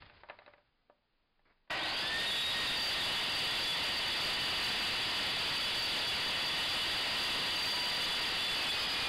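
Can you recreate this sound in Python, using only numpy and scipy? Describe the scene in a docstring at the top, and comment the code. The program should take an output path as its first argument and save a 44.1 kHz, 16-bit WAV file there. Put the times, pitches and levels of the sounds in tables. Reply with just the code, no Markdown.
"""A plunge saw cuts plywood in a workshop. Its teeth keep the blade ringing; now and then the blade
rubs in the kerf and squeals. The motor starts with a kick, runs up, and its whine sags under load.
Before the start, the saw knocks and slides lightly on its guide rail. A dust extractor rushes under
the cut. The machines overload a narrow-band recorder, which flattens them to one steady level."""
import sys
import numpy as np
from scipy import signal
from scipy.fft import rfft, irfft, next_fast_len
from scipy.io import wavfile
from scipy.ndimage import uniform_filter1d

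SR = 44100
rng = np.random.default_rng(int(sys.argv[2]) if len(sys.argv) > 2 else 0)


def log_audio(samples):
    """Write samples as a 16-bit WAV file to the path given in sys.argv[1]."""
    # one column per channel
    frames = np.atleast_2d(samples).T
    # limit to full scale, then quantise
    limited = np.clip(frames, -1, 1)
    pcm = np.round(limited * 32767).astype(np.int16)
    wavfile.write(sys.argv[1], SR, pcm)


N = 400428
T = np.arange(N) / SR
START_S, RATED_HZ = 1.698, 460  # switch-on time, rated shaft speed

# Blade modes. Each row: pitch at rated speed in Hz, width in Hz, relative level in the cut in dB,
# shift in Hz per Hz of shaft speed, change when spinning free in dB.
BLADE_MODES = [(2968, 35, -44, -0.6, -16), (3432, 21.5, -44, 0.7, -2), (4616, 29, -44.5, 0.9, -8),
               (4665, 36, -44.5, 0.9, -7)]
# Saw body and rail under the cut. Each row: centre in Hz, width in Hz, relative level in dB.
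BODY_MODES = [(980, 125, -53.5), (1888, 98, -47.5), (2059, 62, -51), (2700, 104, -47.5), (2888, 210, -47.5),
              (4070, 47, -57)]
# Rubs in the kerf. Each row: middle in seconds, length in seconds, pitch in Hz, relative level in dB.
KERF_RUBS = [(2.36, 0.17, 3434, -34), (2.847, .26, 4655, -34), (3.135, .22, 2965, -37.5),
             (3.7, 0.22, 3435, -35.5), (4.305, .2, 4634, -38), (5.65, 0.19, 2980, -38),
             (5.845, 0.12, 4620, -34), (6.803, 0.16, 2966, -34), (7.485, 0.11, 2968, -42),
             (7.715, 0.51, 4680, -34.5), (8.035, 0.22, 2966, -38), (8.25, 0.22, 4665, -39.5),
             (8.475, 0.24, 3467, -34.5), (8.704, 0.1, 3432, -31.5)]
# Speed the motor settles to as the feed varies. Each row: time in seconds, shaft speed in Hz.
SETTLED_SPEED = [(2.5, 473), (2.75, 462), (3.4, 464), (4.15, 458), (4.8, 447), (5.9, 441), (6.8, 461),
                 (7.05, 463), (7.35, 484), (7.9, 492), (8.4, 472), (8.65, 442), (8.9, 420), (9.08, 415)]
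# Run-up, first touch, steady cut, hard push. Each row: time in seconds, load (0 free, 1 full cut).
MOTOR_LOAD = [(1.95, 0.85), (2.08, 0.16), (2.5, 0.022), (2.75, 0.36), (2.88, 1), (3.0, 0.25), (3.15, 0.93),
              (8.25, 1), (8.55, 2.04), (9.08, 1.7)]
# Multiples of the shaft speed: shaft hum, fan, fan octave, gear, gear half tone.
SHAFT_ORDERS = [2, 4, 8, 35 / 3, 35 / 6]
# Motor tones, one per order. Each row: relative level in dB, shaft speed where loudest in Hz,
# speed range in Hz, change per unit load in dB.
MOTOR_TONES = [(-55.5, 496, 12, 5.5), (-42.5, 449.4, 17, -10), (-35.5, 472, 13, -15),
               (-44.5, 300, 120, 2.5), (-56.5, 422, 40, 7)]
# Fan whine swells. Each row: middle in seconds, length in seconds, shaft order, rise in dB.
FAN_SWELLS = [(1.97, 0.29, 8, 14), (2.198, 0.17, 4, 8), (2.47, 0.14, 8, 5.5), (2.56, 0.13, 4, 5),
              (3.012, .12, 8, 5)]
# Housing resonances. 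Each row: centre in Hz, width in Hz, relative level in dB.
HOUSING_MODES = [(315, 29, -8), (701, 225, 0), (1024, 210, -3), (1520, 57, -1.5), (1918, 99, 1),
                 (2555, 1350, 3)]
# Knocks of saw on rail. Each row: start in seconds, relative level in dB, low-pass cutoff in Hz.
RAIL_KNOCKS = [(0.021, -48, 4000), (0.046, -63, 3500), (0.0976, -52, 3600), (0.147, -65, 3000),
               (0.234, -43.5, 1700), (0.287, -45, 2520), (0.298, -37, 2400), (0.388, -49, 3500),
               (0.419, -54, 1600), (0.462, -50, 3000), (0.478, -49, 1500), (0.536, -52.5, 2600),
               (0.581, -56.5, 1300), (0.898, -50.5, 990), (1.393, -68.5, 2000), (1.501, -70, 2000),
               (1.676, -65, 1790)]
# Rail on the bench. Each row: pitch in Hz, t60 in seconds, relative level in dB.
RAIL_MODES = [(589, 0.15, -6), (805, .07, -4.5), (943, 0.13, -8), (1190, 0.17, -12), (1520, 0.067, -7),
              (1745, 0.055, -1), (2045, 0.032, 1), (2580, 0.032, 0), (3910, 0.017, 6)]
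# Pushes along the rail. Each row: start in seconds, hold in seconds, relative level in dB,
# fade t60 in seconds, hiss against scrape in dB.
BASE_PUSHES = [(0, 0.047, -62.5, 0.66, 6), (.1, 0.4, -72.5, 1.0, 0.5), (1.45, 0.054, -68, 0.23, -16)]
# Noise spectra. Each row: frequency in Hz, relative density in dB.
RUSH_SPECTRUM = [(20, -9.5), (100, -6.5), (450, -6.5), (750, -3), (1000, -3.5), (1500, -3), (2300, -1.5),
                 (2750, 2.5), (3500, 2.5), (4300, -1), (4900, 1), (6000, -6)]  # air and cutting teeth
CRACK_SPECTRUM = [(60, -26), (200, -9), (440, -5), (600, 4), (1000, 1), (2000, -1), (3000, -4), (5000, -7)]  # crack of a knock
SCRAPE_SPECTRUM = [(10, -15), (30, 1), (150, -6), (400, -4.5), (700, -2), (2200, -2), (3000, -16),
                   (5000, -13)]  # dull scrape of the base
HISS_SPECTRUM = [(20, 0), (80, 12.5), (250, -3), (1200, -9), (2300, 0), (5000, -4)]  # dry hiss of the base
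ROOM_SPECTRUM = [(10, -25), (20, 0), (30, -8), (70, -20), (150, -17), (400, -22.5), (700, -22),
                 (1200, -23.5), (3400, -26.5), (5000, -28)]  # quiet workshop
# Recorder response before and after the overload. Each row: frequency in Hz, gain in dB.
INPUT_RESPONSE = [(20, 3.5), (4850, 0.5), (5050, -3), (5200, -12), (5400, -14), (5900, -60)]
OUTPUT_RESPONSE = [(20, 1), (4900, 0), (5400, -6), (7000, -6), (10500, -6.5), (13000, -9.5), (15700, -20)]


def blade(speed_hz, load, wander_db=1.2, body_db=-1, body_free_db=-5):
    """Teeth striking wood keep the blade's modes ringing; body and rail resonate more under load."""
    free = np.clip(1 - load, 0, 1)
    ring = 0
    for hz, width_hz, db, shift, free_db in BLADE_MODES:
        mode_hz = hz + shift * (speed_hz - RATED_HZ)  # waves with the spin rise, those against it fall
        ring += undb(db + free_db * free + wander_db * walk(5)) * resonance(mode_hz, width_hz)
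    body = undb(body_db + body_free_db * free) * resonances(BODY_MODES)
    return np.minimum(speed_hz / RATED_HZ, 1) ** 6 * (ring + body)


def squeals(waver_hz=12):
    """Each rub in the kerf swells one blade mode into a nearly pure tone."""
    out = np.zeros(N)
    waver_cycles = np.cumsum(waver_hz * walk(60)) / SR
    for middle_s, length_s, hz, db in KERF_RUBS:
        out += undb(db) * arch(middle_s, length_s) * np.sin(2 * np.pi * (hz * T + waver_cycles))
    return out


def shaft_speed_hz(start_deficit=0.82, runup_s=0.152):
    """The motor closes in on its running speed, which sags and recovers with the feed."""
    runup = 1 - start_deficit * np.exp(-since(START_S) / runup_s)
    return np.interp(T, *np.transpose(SETTLED_SPEED)) * runup


def motor(speed_hz, load, wobble=0.002, load_wobble=0.0012, flutter_db=3):
    """Hum, fan and gear tones on one trembling shaft; load damps the fan and makes the gears sing."""
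    tremble = (wobble + load_wobble * load) * walk(90)
    angle = 2 * np.pi * np.cumsum(speed_hz * (1 + tremble)) / SR
    tones = 0
    for order, (db, loudest_hz, range_hz, load_db) in zip(SHAFT_ORDERS, MOTOR_TONES):
        in_tune = 1 / np.hypot(1, (speed_hz - loudest_hz) / range_hz)
        swell_db = sum(rise_db * arch(middle_s, length_s)
                       for middle_s, length_s, fan_order, rise_db in FAN_SWELLS if fan_order == order)
        level_db = db + load_db * load + swell_db + flutter_db * walk(45)
        tones += in_tune * undb(level_db) * np.sin(order * angle)
    return room_echo(tones)


def starting_kick(level_db=-37.5, t60_s=2.6):
    """Starting torque shakes the housing into a fading rattle."""
    return unit(resonances(HOUSING_MODES)) * undb(level_db - 60 * since(START_S) / t60_s)


def extractor(level_db=-32, start_offset_db=-10, build_s=0.32, flicker_db=0.73):
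    """Air and flying chips: a broad, slightly flickering rush that builds up and holds."""
    build_db = start_offset_db * np.exp(-since(START_S) / build_s)
    return undb(level_db + build_db + flicker_db * walk(20)) * noise(RUSH_SPECTRUM)


def knocks(crack_t60_s=0.026, ring_db=-7, tail_db=-14, tail_t60_s=0.27, contact_s=0.00065):
    """Saw meets rail: a short crack, the rail's modes and a room tail; softer contacts are duller."""
    out, grit = np.zeros(N), noise(CRACK_SPECTRUM)
    t = T[:SR // 2]
    attack = np.minimum(t / contact_s, 1)
    for start_s, db, cutoff_hz in RAIL_KNOCKS:
        start = int(start_s * SR)
        span = slice(start, start + len(t))
        weights = rng.uniform(0.6, 1.4, len(RAIL_MODES))  # vary with the contact point
        phases = rng.uniform(0, 2 * np.pi, len(RAIL_MODES))
        ring = sum(weight * undb(mode_db - 60 * t / t60_s) * np.sin(2 * np.pi * hz * t + phase)
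                   for weight, phase, (hz, t60_s, mode_db) in zip(weights, phases, RAIL_MODES))
        burst = grit[span] * (undb(-60 * t / crack_t60_s) + undb(tail_db - 60 * t / tail_t60_s))
        lowpass = signal.butter(2, cutoff_hz, fs=SR)
        out[span] += undb(db) * signal.lfilter(*lowpass, (burst + undb(ring_db) * ring) * attack)
    return out


def sliding(catch_db=2.5, attack_s=0.0049):
    """The base rubs unevenly along the rail: each push sets in quickly, holds and fades."""
    out, scrape, hiss = np.zeros(N), noise(SCRAPE_SPECTRUM), noise(HISS_SPECTRUM)
    for start_s, hold_s, db, t60_s, hiss_db in BASE_PUSHES:
        attack = np.minimum(since(start_s) / attack_s, 1)
        push = attack * undb(db - 60 * since(start_s + hold_s) / t60_s)
        out += push * (scrape + undb(hiss_db) * hiss)
    return undb(catch_db * walk(70)) * out


def room_echo(x, wet_db=-5.5, t60_s=0.12, gap_s=0.004):
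    """Direct sound plus the dense, short echo of a small room."""
    t = T[:SR // 3]
    echo = rng.standard_normal(len(t)) * undb(-60 * t / t60_s) * (t > gap_s)
    return x + undb(wet_db) * signal.fftconvolve(x, echo / np.linalg.norm(echo))[:N]


def undb(db):
    """Decibels to gain."""
    return 10 ** (db / 20)


def unit(x):
    """Scale to rms 1."""
    return x / np.sqrt(np.mean(x ** 2))


def since(start_s):
    """Seconds since start_s, 0 before it."""
    return np.maximum(T - start_s, 0)


def arch(middle_s, length_s):
    """Half-cosine rise and fall, 0 to 1 to 0."""
    return np.cos(np.pi * np.clip((T - middle_s) / length_s, -0.5, 0.5))


def walk(rate_hz):
    """Smooth random drift, rms 1."""
    hold = int(SR / rate_hz)
    steps = np.repeat(rng.standard_normal(N // hold + 1), hold)
    return unit(uniform_filter1d(uniform_filter1d(steps, hold), hold)[:N])


def colour(x, points):
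    """Filter by a curve of (Hz, dB) points."""
    hz, db = np.transpose(points)
    size = next_fast_len(len(x) + 4096)
    bins_hz = np.maximum(np.fft.rfftfreq(size, 1 / SR), 1)
    gain = undb(np.interp(np.log(bins_hz), np.log(hz), db))
    return irfft(rfft(x, size) * gain, size)[:len(x)]


def noise(spectrum):
    """Coloured noise, rms 1."""
    return unit(colour(rng.standard_normal(N), spectrum))


def resonance(hz, width_hz):
    """Noise-driven resonance with steep skirts, rms 1; its centre may move."""
    drive = rng.standard_normal(N) + 1j * rng.standard_normal(N)
    envelope = signal.sosfilt(signal.butter(2, width_hz / 2, fs=SR, output="sos"), drive)
    carrier = np.exp(2j * np.pi * np.cumsum(hz * np.ones(N)) / SR)
    return unit(np.real(envelope * carrier))


def resonances(modes):
    """Sum of steady noise-driven resonances."""
    return sum(undb(db) * resonance(hz, width_hz) for hz, width_hz, db in modes)


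def scene(machines_db=3.0, rise_s=0.0093, room_db=-76.5):
    """Handling in the quiet room, then saw and extractor switch on."""
    speed_hz = shaft_speed_hz()
    load = np.interp(T, *np.transpose(MOTOR_LOAD))
    running = np.minimum(since(START_S) / rise_s, 1)
    machines = motor(speed_hz, load) + blade(speed_hz, load) + squeals() + extractor() + starting_kick()
    machines *= undb(machines_db) * running
    return (machines + knocks() + sliding() + undb(room_db) * noise(ROOM_SPECTRUM))[None]


def record(dry, ceiling_db=-32, knee_hardness=12, mirror_db=-19, top_hz=15700):
    """A 5 kHz pass band, then an overloaded stage whose distortion fills the treble."""
    band = colour(dry[0], INPUT_RESPONSE)
    drive = np.abs(band / undb(ceiling_db))
    clipped = band / (1 + drive ** knee_hardness) ** (1 / knee_hardness)
    # overload adds faint mirror tones around SR / 4
    mirror = 2 * undb(mirror_db) * (band - clipped) * np.cos(np.pi / 2 * np.arange(N))
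    lowpass = signal.ellip(12, 0.1, 70, top_hz, fs=SR, output="sos")
    return signal.sosfilt(lowpass, colour(clipped + mirror, OUTPUT_RESPONSE))[None]


dry = scene()
out = record(dry)
log_audio(out)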